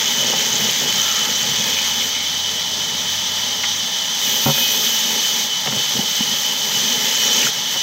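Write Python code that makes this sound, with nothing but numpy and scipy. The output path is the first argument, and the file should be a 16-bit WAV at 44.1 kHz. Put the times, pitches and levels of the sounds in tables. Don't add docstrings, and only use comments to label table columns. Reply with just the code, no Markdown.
import sys
import numpy as np
from scipy import signal
from scipy.fft import rfft, irfft, next_fast_len
from scipy.io import wavfile
from scipy.ndimage import uniform_filter1d, minimum_filter1d, map_coordinates

SR = 44100
rng = np.random.default_rng(int(sys.argv[2]) if len(sys.argv) > 2 else 0)


def master(y):
    cut = np.clip(np.atleast_2d(y).T, -1, 1)
    pcm = np.round(cut * 32767)
    wavfile.write(sys.argv[1], SR, pcm.astype(np.int16))


N = 344862

# f/Hz, level/dB
BLOCK_SPECTRUM = [(300, -31), (600, -10.5), (1150, -3.5), (1450, -6.5), (1800, 3), (2250, 1), (2700, -1.5),
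                  (4000, -9.5), (9000, -41)]


def band(load, whistle_gain, grip_ring):
    # f/Hz, half width/Hz, level/dB
    modes = [(2978, 47, -9.5), (3110, 54, -12.5), (3250, 130, -2.5), (3400, 70, -5), (3480, 68, -4),
             (3650, 100, -7), (3715, 71, -7.5), (3973, 147, -8), (4370, 60, -10.5), (4710, 220, -11),
             (5100, 14, -4.5), (5200, 90, -9.5), (5450, 94, -10.5), (5800, 190, -10.5), (5720, 161, -10.5),
             (6000, 51, -2), (6220, 130, -8), (6380, 190, -15), (7840, 180, -22.5)]
    wheel_hz, whistle_hz, free_whistle_db = 4.41, 3038, -29
    wheel = 2 * np.pi * wheel_hz * np.arange(N) / SR
    runout = .002 * np.sin(wheel) + .0065 * np.sin(2 * wheel)
    bend = runout + .005 * wobble(30)

    def waver(x, depth):
        return map_coordinates(x, [np.arange(N) + depth * np.cumsum(bend)], mode="wrap")

    phase = running_phase(whistle_hz * (1 + bend))
    tone = unit(amp(3.5 * wobble(60)) * np.sin(phase + .7 * wobble(80)))
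    whistle = 0.78 * tone + 0.65 * waver(resonant(noise(), modes[:2]), depth=1)
    upper = waver(resonant(noise(), modes[2:]), depth=0.7016)
    whistle *= np.hypot(amp(free_whistle_db), whistle_gain) * amp(0.89 * wobble(18))
    upper_gain = np.hypot(loaded(load, free_db=-24, cut_db=-33, growth=0.95), grip_ring)
    return whistle + upper * upper_gain * amp(0.99 * wobble(25))


def teeth(load, buzz_gain, crackle_gain, grip_note, grip_hiss):
    # f/Hz, level/dB
    rasp_spectrum = [(600, -33), (1500, -16.5), (2700, -9.5), (3300, -4.5), (4200, -1.5), (5300, -3),
                     (6200, 4), (6900, -2.5), (7400, -10), (8000, -9), (9300, -22), (11000, -17.5),
                     (16000, -12)]
    hiss_spectrum = [(7000, -14.5), (9500, -20), (11300, -8.5), (12300, -20), (13300, 2.5), (14000, 8),
                     (15000, 0), (15700, -8.5)]
    fibre_spectrum = [(300, -32), (1500, -4), (2400, -4), (4500, -4), (6500, 8.5), (7400, -2.5),
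                      (9300, -34), (14000, -20), (16000, -30)]
    # multiple, level/dB
    harmonics = [(1, -24), (4, 11.5), (8, -12), (9, 2), (10, -6), (11, -15), (12, -17), (16, -23)]
    tooth_hz, hardness_spread_db = 629.8, 1.0
    phase = running_phase(tooth_hz * (1 + 0.0012 * wobble(12)))
    bite = unit((1 + 0.25 * np.cos(phase)) * amp(0.98 * wobble(400) + 0.47 * wobble(18)))
    grain_load = load * amp(hardness_spread_db * wobble(16))
    rasp_gain = loaded(grain_load, free_db=-27.5, cut_db=-26.5, growth=0.6)
    rasp = rasp_gain * coloured(bite * noise(), rasp_spectrum)
    hiss_gain = np.hypot(loaded(load, free_db=-41.5, cut_db=-35, growth=0.5), grip_hiss)
    hiss = hiss_gain * amp(1.2 * wobble(24)) * coloured(bite * noise(), hiss_spectrum)
    free_buzz, cut_buzz = amp(-33.5), buzz_gain * amp(hardness_spread_db * wobble(16))
    buzz = np.hypot(free_buzz, cut_buzz) * coloured(bite * noise(), BLOCK_SPECTRUM)
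    snaps = uniform_filter1d(np.abs(grains(rate=150, spread_db=3.5)), size=44)
    crackle = crackle_gain * coloured(noise() * snaps, fibre_spectrum)
    note = sum(amp(db + 3.2 * wobble(45)) * np.sin(k * phase + 0.8 * wobble(55)) for k, db in harmonics)
    note_gain = np.hypot(loaded(load, free_db=-67, cut_db=-54.5, growth=1), grip_note)
    return rasp + hiss + buzz + crackle + note_gain * note


def feed():
    # buzz/dB, crackle/dB, rumble/dB, whistle/dB
    pushes = [(-0.1, 2.19, -1.5, -3.5, -30, -22.5, -35.5, -28.5),
              (4.14, 1.3, 2.5, -1, -38, -52, -39.5, -30), (5.69, 1.78, -2, 12, -36, -41.5, -39.5, -30),
              (7.65, 0.11, -3, -2, -33, -45, -41, -31)]
    enter_s, clear_s = 0.094, 0.045
    t = np.arange(N) / SR
    load, buzz, crackle, rumble, whistle = np.zeros((5, N))
    unsteady_db = .5 * wobble(6)
    for start, length, load_db, change_db, buzz_db, crackle_db, rumble_db, whistle_db in pushes:
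        contact = np.clip((t - start) / enter_s, 0, 1) * np.clip(1 - (t - start - length) / clear_s, 0, 1)
        progress = np.clip((t - start) / length, 0, 1)
        push = contact * amp(load_db + unsteady_db + change_db * progress ** 3)
        load += push
        buzz += amp(buzz_db) * push ** 0.91
        crackle += amp(crackle_db) * push ** 2.26
        rumble += amp(rumble_db) * push
        whistle += amp(whistle_db) * push ** .7
    return load, buzz, crackle, rumble, whistle


def kerf_grip():
    # t/s, length/s, note/dB, hiss/dB, ring/dB
    grips = [(1.35, 0.72, -46.5, -51, -30), (4.15, 0.91, -42.5, -25, -25)]
    note, hiss, ringing = np.zeros((3, N))
    for start, length, note_db, hiss_db, ring_db in grips:
        shape = swell(length)
        add(note, start, amp(note_db) * np.minimum(1, 2 * shape ** 8))
        add(hiss, start, amp(hiss_db) * shape)
        add(ringing, start, amp(ring_db) * shape)
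    return note, hiss, ringing


def squeals():
    # t/s, length/s, f/Hz, half width/Hz, level/dB
    squeaks = [(0.919, .13, 3103, 11, -24), (.85, 0.56, 1300, 110, -37), (2.08, 0.22, 2200, 170, -33),
               (7.13, 0.33, 5650, 14, -28.5), (7.258, 0.18, 5870, 330, -27)]
    out = np.zeros(N)
    for start, length, hz, width, db in squeaks:
        shape = swell(length)
        add(out, start, amp(db) * shape * resonant(noise(len(shape)), [(hz, width, 0)]))
    return out


def splinters():
    # t/s, f/Hz, level/dB
    cracks = [(1.768, 2300, -18), (1.787, 2260, -17), (2.022, 2300, -19.5), (7.408, 2550, -14),
              (7.428, 2400, -11), (7.443, 4200, -17), (7.468, 1400, -17)]
    half_width_hz, t60_s = 330, 0.028
    out, t = np.zeros(N), np.arange(SR // 8) / SR
    for start, hz, db in cracks:
        crack = resonant(noise(len(t)), [(hz, half_width_hz, 0)])
        add(out, start, amp(db - 60 * t / t60_s) * crack)
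    return out


def knocks():
    # t/s, level/dB, relative thud/dB, relative clack/dB
    blows = [(0.331, -11.5, -25, -18), (4.459, -2.5, 2, -17), (4.469, -6, -1, -20), (4.482, -6.5, 1, -14),
             (4.495, -6, -17, -15), (4.506, -23, -11, -22), (4.577, -14.5, -13, -2), (5.658, -13, -7, -12),
             (5.672, -11, -13, -5), (5.724, -16.5, 0, -2), (5.951, -25, 8.5, -19), (7.467, -24, -8, 6),
             (7.756, -15.5, -11, -12)]
    # t/s, level/dB
    bumps = [(5.991, -11), (6.206, -11)]
    # f/Hz, level/dB, t60/s
    blow_modes = [(148.4, -3.5, 0.16), (233.6, 0, 0.11), (260, -10, 0.086), (399, -3.5, 0.066),
                  (540, 0, 0.072), (740, 1.5, 0.056), (940, 2.5, 0.046), (1082, -1.5, 0.05),
                  (1346, 1, 0.026)]
    bump_modes = [(217, 3.5, 0.038), (453, -16, 0.029), (835, -6, 0.034)]
    out = np.zeros(N)
    for start, db, thud_db, clack_db in blows:
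        attack = clack(clack_db - 3.5, t60_s=0.026)
        body = amp(-10) * ring(blow_modes, thud_db + 4)
        add(out, start, amp(db) * (attack + body))
    for start, db in bumps:
        add(out, start, amp(db) * ring(bump_modes))
    return out


def slat_drop():
    # t/s, level/dB
    landings = [(3.636, -15.5), (3.641, -13.5), (3.651, -29)]
    # f/Hz, level/dB, t60/s
    modes = [(830, -12, .045), (1000, -12, .04), (1430, -3, 0.023), (2070, 1, 0.03), (2450, -1, .022)]
    out = np.zeros(N)
    for start, db in landings:
        add(out, start, amp(db) * (clack(-3.5, t60_s=0.036) + ring(modes)))
    return out


def clack(db, t60_s):
    t = np.arange(SR // 4) / SR
    return coloured(noise(len(t)), BLOCK_SPECTRUM) * amp(db - 60 * t / t60_s)


def ring(modes, thud_db=0):
    t = np.arange(SR // 4) / SR
    tones = np.zeros(len(t))
    for hz, db, t60 in modes:
        decay = amp(db + thud_db * (hz < 300) + rng.normal(0, 1) - 60 * t / t60)
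        tones += decay * np.sin(2 * np.pi * hz * (1 + rng.normal(0, 0.024)) * t)
    return tones * (1 - np.exp(-t / 0.0029))


def slides():
    # t/s, length/s, judder/dB, scrape/dB
    strokes = [(0.173, 0.23, -35.5, -31), (0.482, 0.26, -33.5, -34.5), (0.77, 0.29, -37.5, -36),
               (1.377, 0.31, -36.5, -39), (2.68, 0.454, -42, -46), (3.17, .36, -45, -50),
               (4.225, .17, -39, -50), (5.656, 0.17, -31.5, -35), (5.9, 0.17, -38, -35),
               (6.233, .13, -37, -61), (6.62, .5, -40, -41.5), (7.304, 0.24, -37, -40.5)]
    # f/Hz, level/dB
    judder_spectrum = [(50, -36), (95, -7), (135, 7.5), (180, 3), (230, 11), (320, -35), (900, -39),
                       (3000, -60)]
    scrape_spectrum = [(150, -49), (330, -1.5), (450, 4.5), (620, 0.5), (730, -8), (870, 1), (1150, -15),
                       (1600, -17), (5000, -42)]
    judder, scrape = np.zeros((2, N))
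    for start, length, judder_db, scrape_db in strokes:
        shape = signal.windows.tukey(int(length * SR), .5)
        add(judder, start, amp(judder_db) * shape)
        add(scrape, start, amp(scrape_db) * shape)
    slips = grains(rate=700, spread_db=4)
    return judder * coloured(slips, judder_spectrum) + scrape * coloured(slips, scrape_spectrum)


def machine(rumble_gain):
    # f/Hz, half width/Hz, level/dB
    frame_modes = [(167.4, 38, 0), (247, 73, -5), (483, 50, -6.5), (608, 75, -3), (651, 24, -20),
                   (707, 26, -6), (829, 36, 2), (897, 22, 4.5), (982, 52, -0.5), (1230, 110, -6.5),
                   (1380, 74, -9), (1900, 150, -9.5)]
    table_modes = [(148, 21, -7), (229.4, 28, 4.5), (440, 69, -1.5), (542, 72, -4), (878, 75, -2)]
    drone = amp(-36.5) * resonant(noise(), frame_modes)
    shake = np.hypot(amp(-43.5), rumble_gain) * amp(2.45 * wobble(12))
    return drone + shake * resonant(noise(), table_modes)


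def hum():
    # t/s, f/Hz, level/dB
    glide = [(0, 77, -52.5), (1.2, 78.8, -51.5), (2, 84.7, -46.5), (3.83, 94, -46.5), (3.92, 95, -81)]
    times, pitches, levels = np.transpose(glide)
    t = np.arange(N) / SR
    gain = amp(np.interp(t, times, levels) - 2 + 2 * wobble(15))
    phase = running_phase(np.interp(t, times, pitches))
    return gain * unit(np.sin(phase + .4 * wobble(30)))


def workshop(x):
    # f/Hz, t60/s
    decay_times = [(150, 0.19), (2000, 0.12), (14000, 0.049)]
    hz, t, spectrum = signal.stft(noise(SR // 3), SR, nperseg=256)
    t60 = np.interp(hz, *np.transpose(decay_times))[:, None]
    tail = signal.istft(spectrum * amp(-60 * t / t60), SR, nperseg=256)[1]
    wet = signal.fftconvolve(x, tail / np.linalg.norm(tail))[:N]
    return filtered(wet, lambda f: f / (f + 600))


def loaded(load, free_db, cut_db, growth):
    return np.hypot(amp(free_db), amp(cut_db) * load ** growth)


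def amp(db):
    return 10 ** (np.asarray(db) / 20)


def unit(x):
    return x / np.sqrt(np.mean(x ** 2) + 1e-20)


def noise(length=N):
    return rng.standard_normal(length)


def running_phase(hz):
    return 2 * np.pi * np.cumsum(hz) / SR


def swell(length_s):
    return signal.windows.hann(int(length_s * SR)) ** .5


def wobble(rate):
    return map_coordinates(noise(int(N * rate / SR) + 4), [np.arange(N) * rate / SR])


def grains(rate, spread_db):
    return (rng.random(N) < rate / SR) * np.sign(noise()) * amp(spread_db * np.clip(noise(), -2, 2))


def filtered(x, response):
    size = next_fast_len(len(x) + SR // 4)
    return irfft(rfft(x, size) * response(np.fft.rfftfreq(size, 1 / SR)), size)[:len(x)]


def coloured(x, points):
    hz, db = np.transpose(points)
    return unit(filtered(x, lambda f: amp(np.interp(np.log(f + 1), np.log(hz), db))))


def resonant(x, modes):
    def response(f):
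        return np.sqrt(sum(amp(db) ** 2 / (1 + ((f - hz) / width) ** 2) ** 2 for hz, width, db in modes))
    return unit(filtered(x, response))


def add(track, start_s, sound):
    part = track[round(start_s * SR):][:len(sound)]
    part += sound[:len(part)]


def scene():
    load, buzz_gain, crackle_gain, rumble_gain, whistle_gain = feed()
    grip_note, grip_hiss, grip_ring = kerf_grip()
    blade = band(load, whistle_gain, grip_ring)
    blade += teeth(load, buzz_gain, crackle_gain, grip_note, grip_hiss) + squeals()
    bed = machine(rumble_gain) + hum()
    wood = splinters() + slides() + knocks() + slat_drop()
    direct = blade + bed + wood
    return direct + amp(-12.5) * workshop(direct)


def record(dry):
    ceiling, low_cut_hz, top_hz = .52, 55, 15780
    needed_gain = np.minimum(1, ceiling / (np.abs(dry) + 1e-9))
    limited = dry * uniform_filter1d(minimum_filter1d(needed_gain, size=89), size=89)
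    mono = filtered(limited, lambda f: f ** 3 / np.sqrt(f ** 6 + low_cut_hz ** 6) * (f < top_hz))
    return np.tile(mono, (2, 1))


dry = scene()
out = record(dry)
master(out)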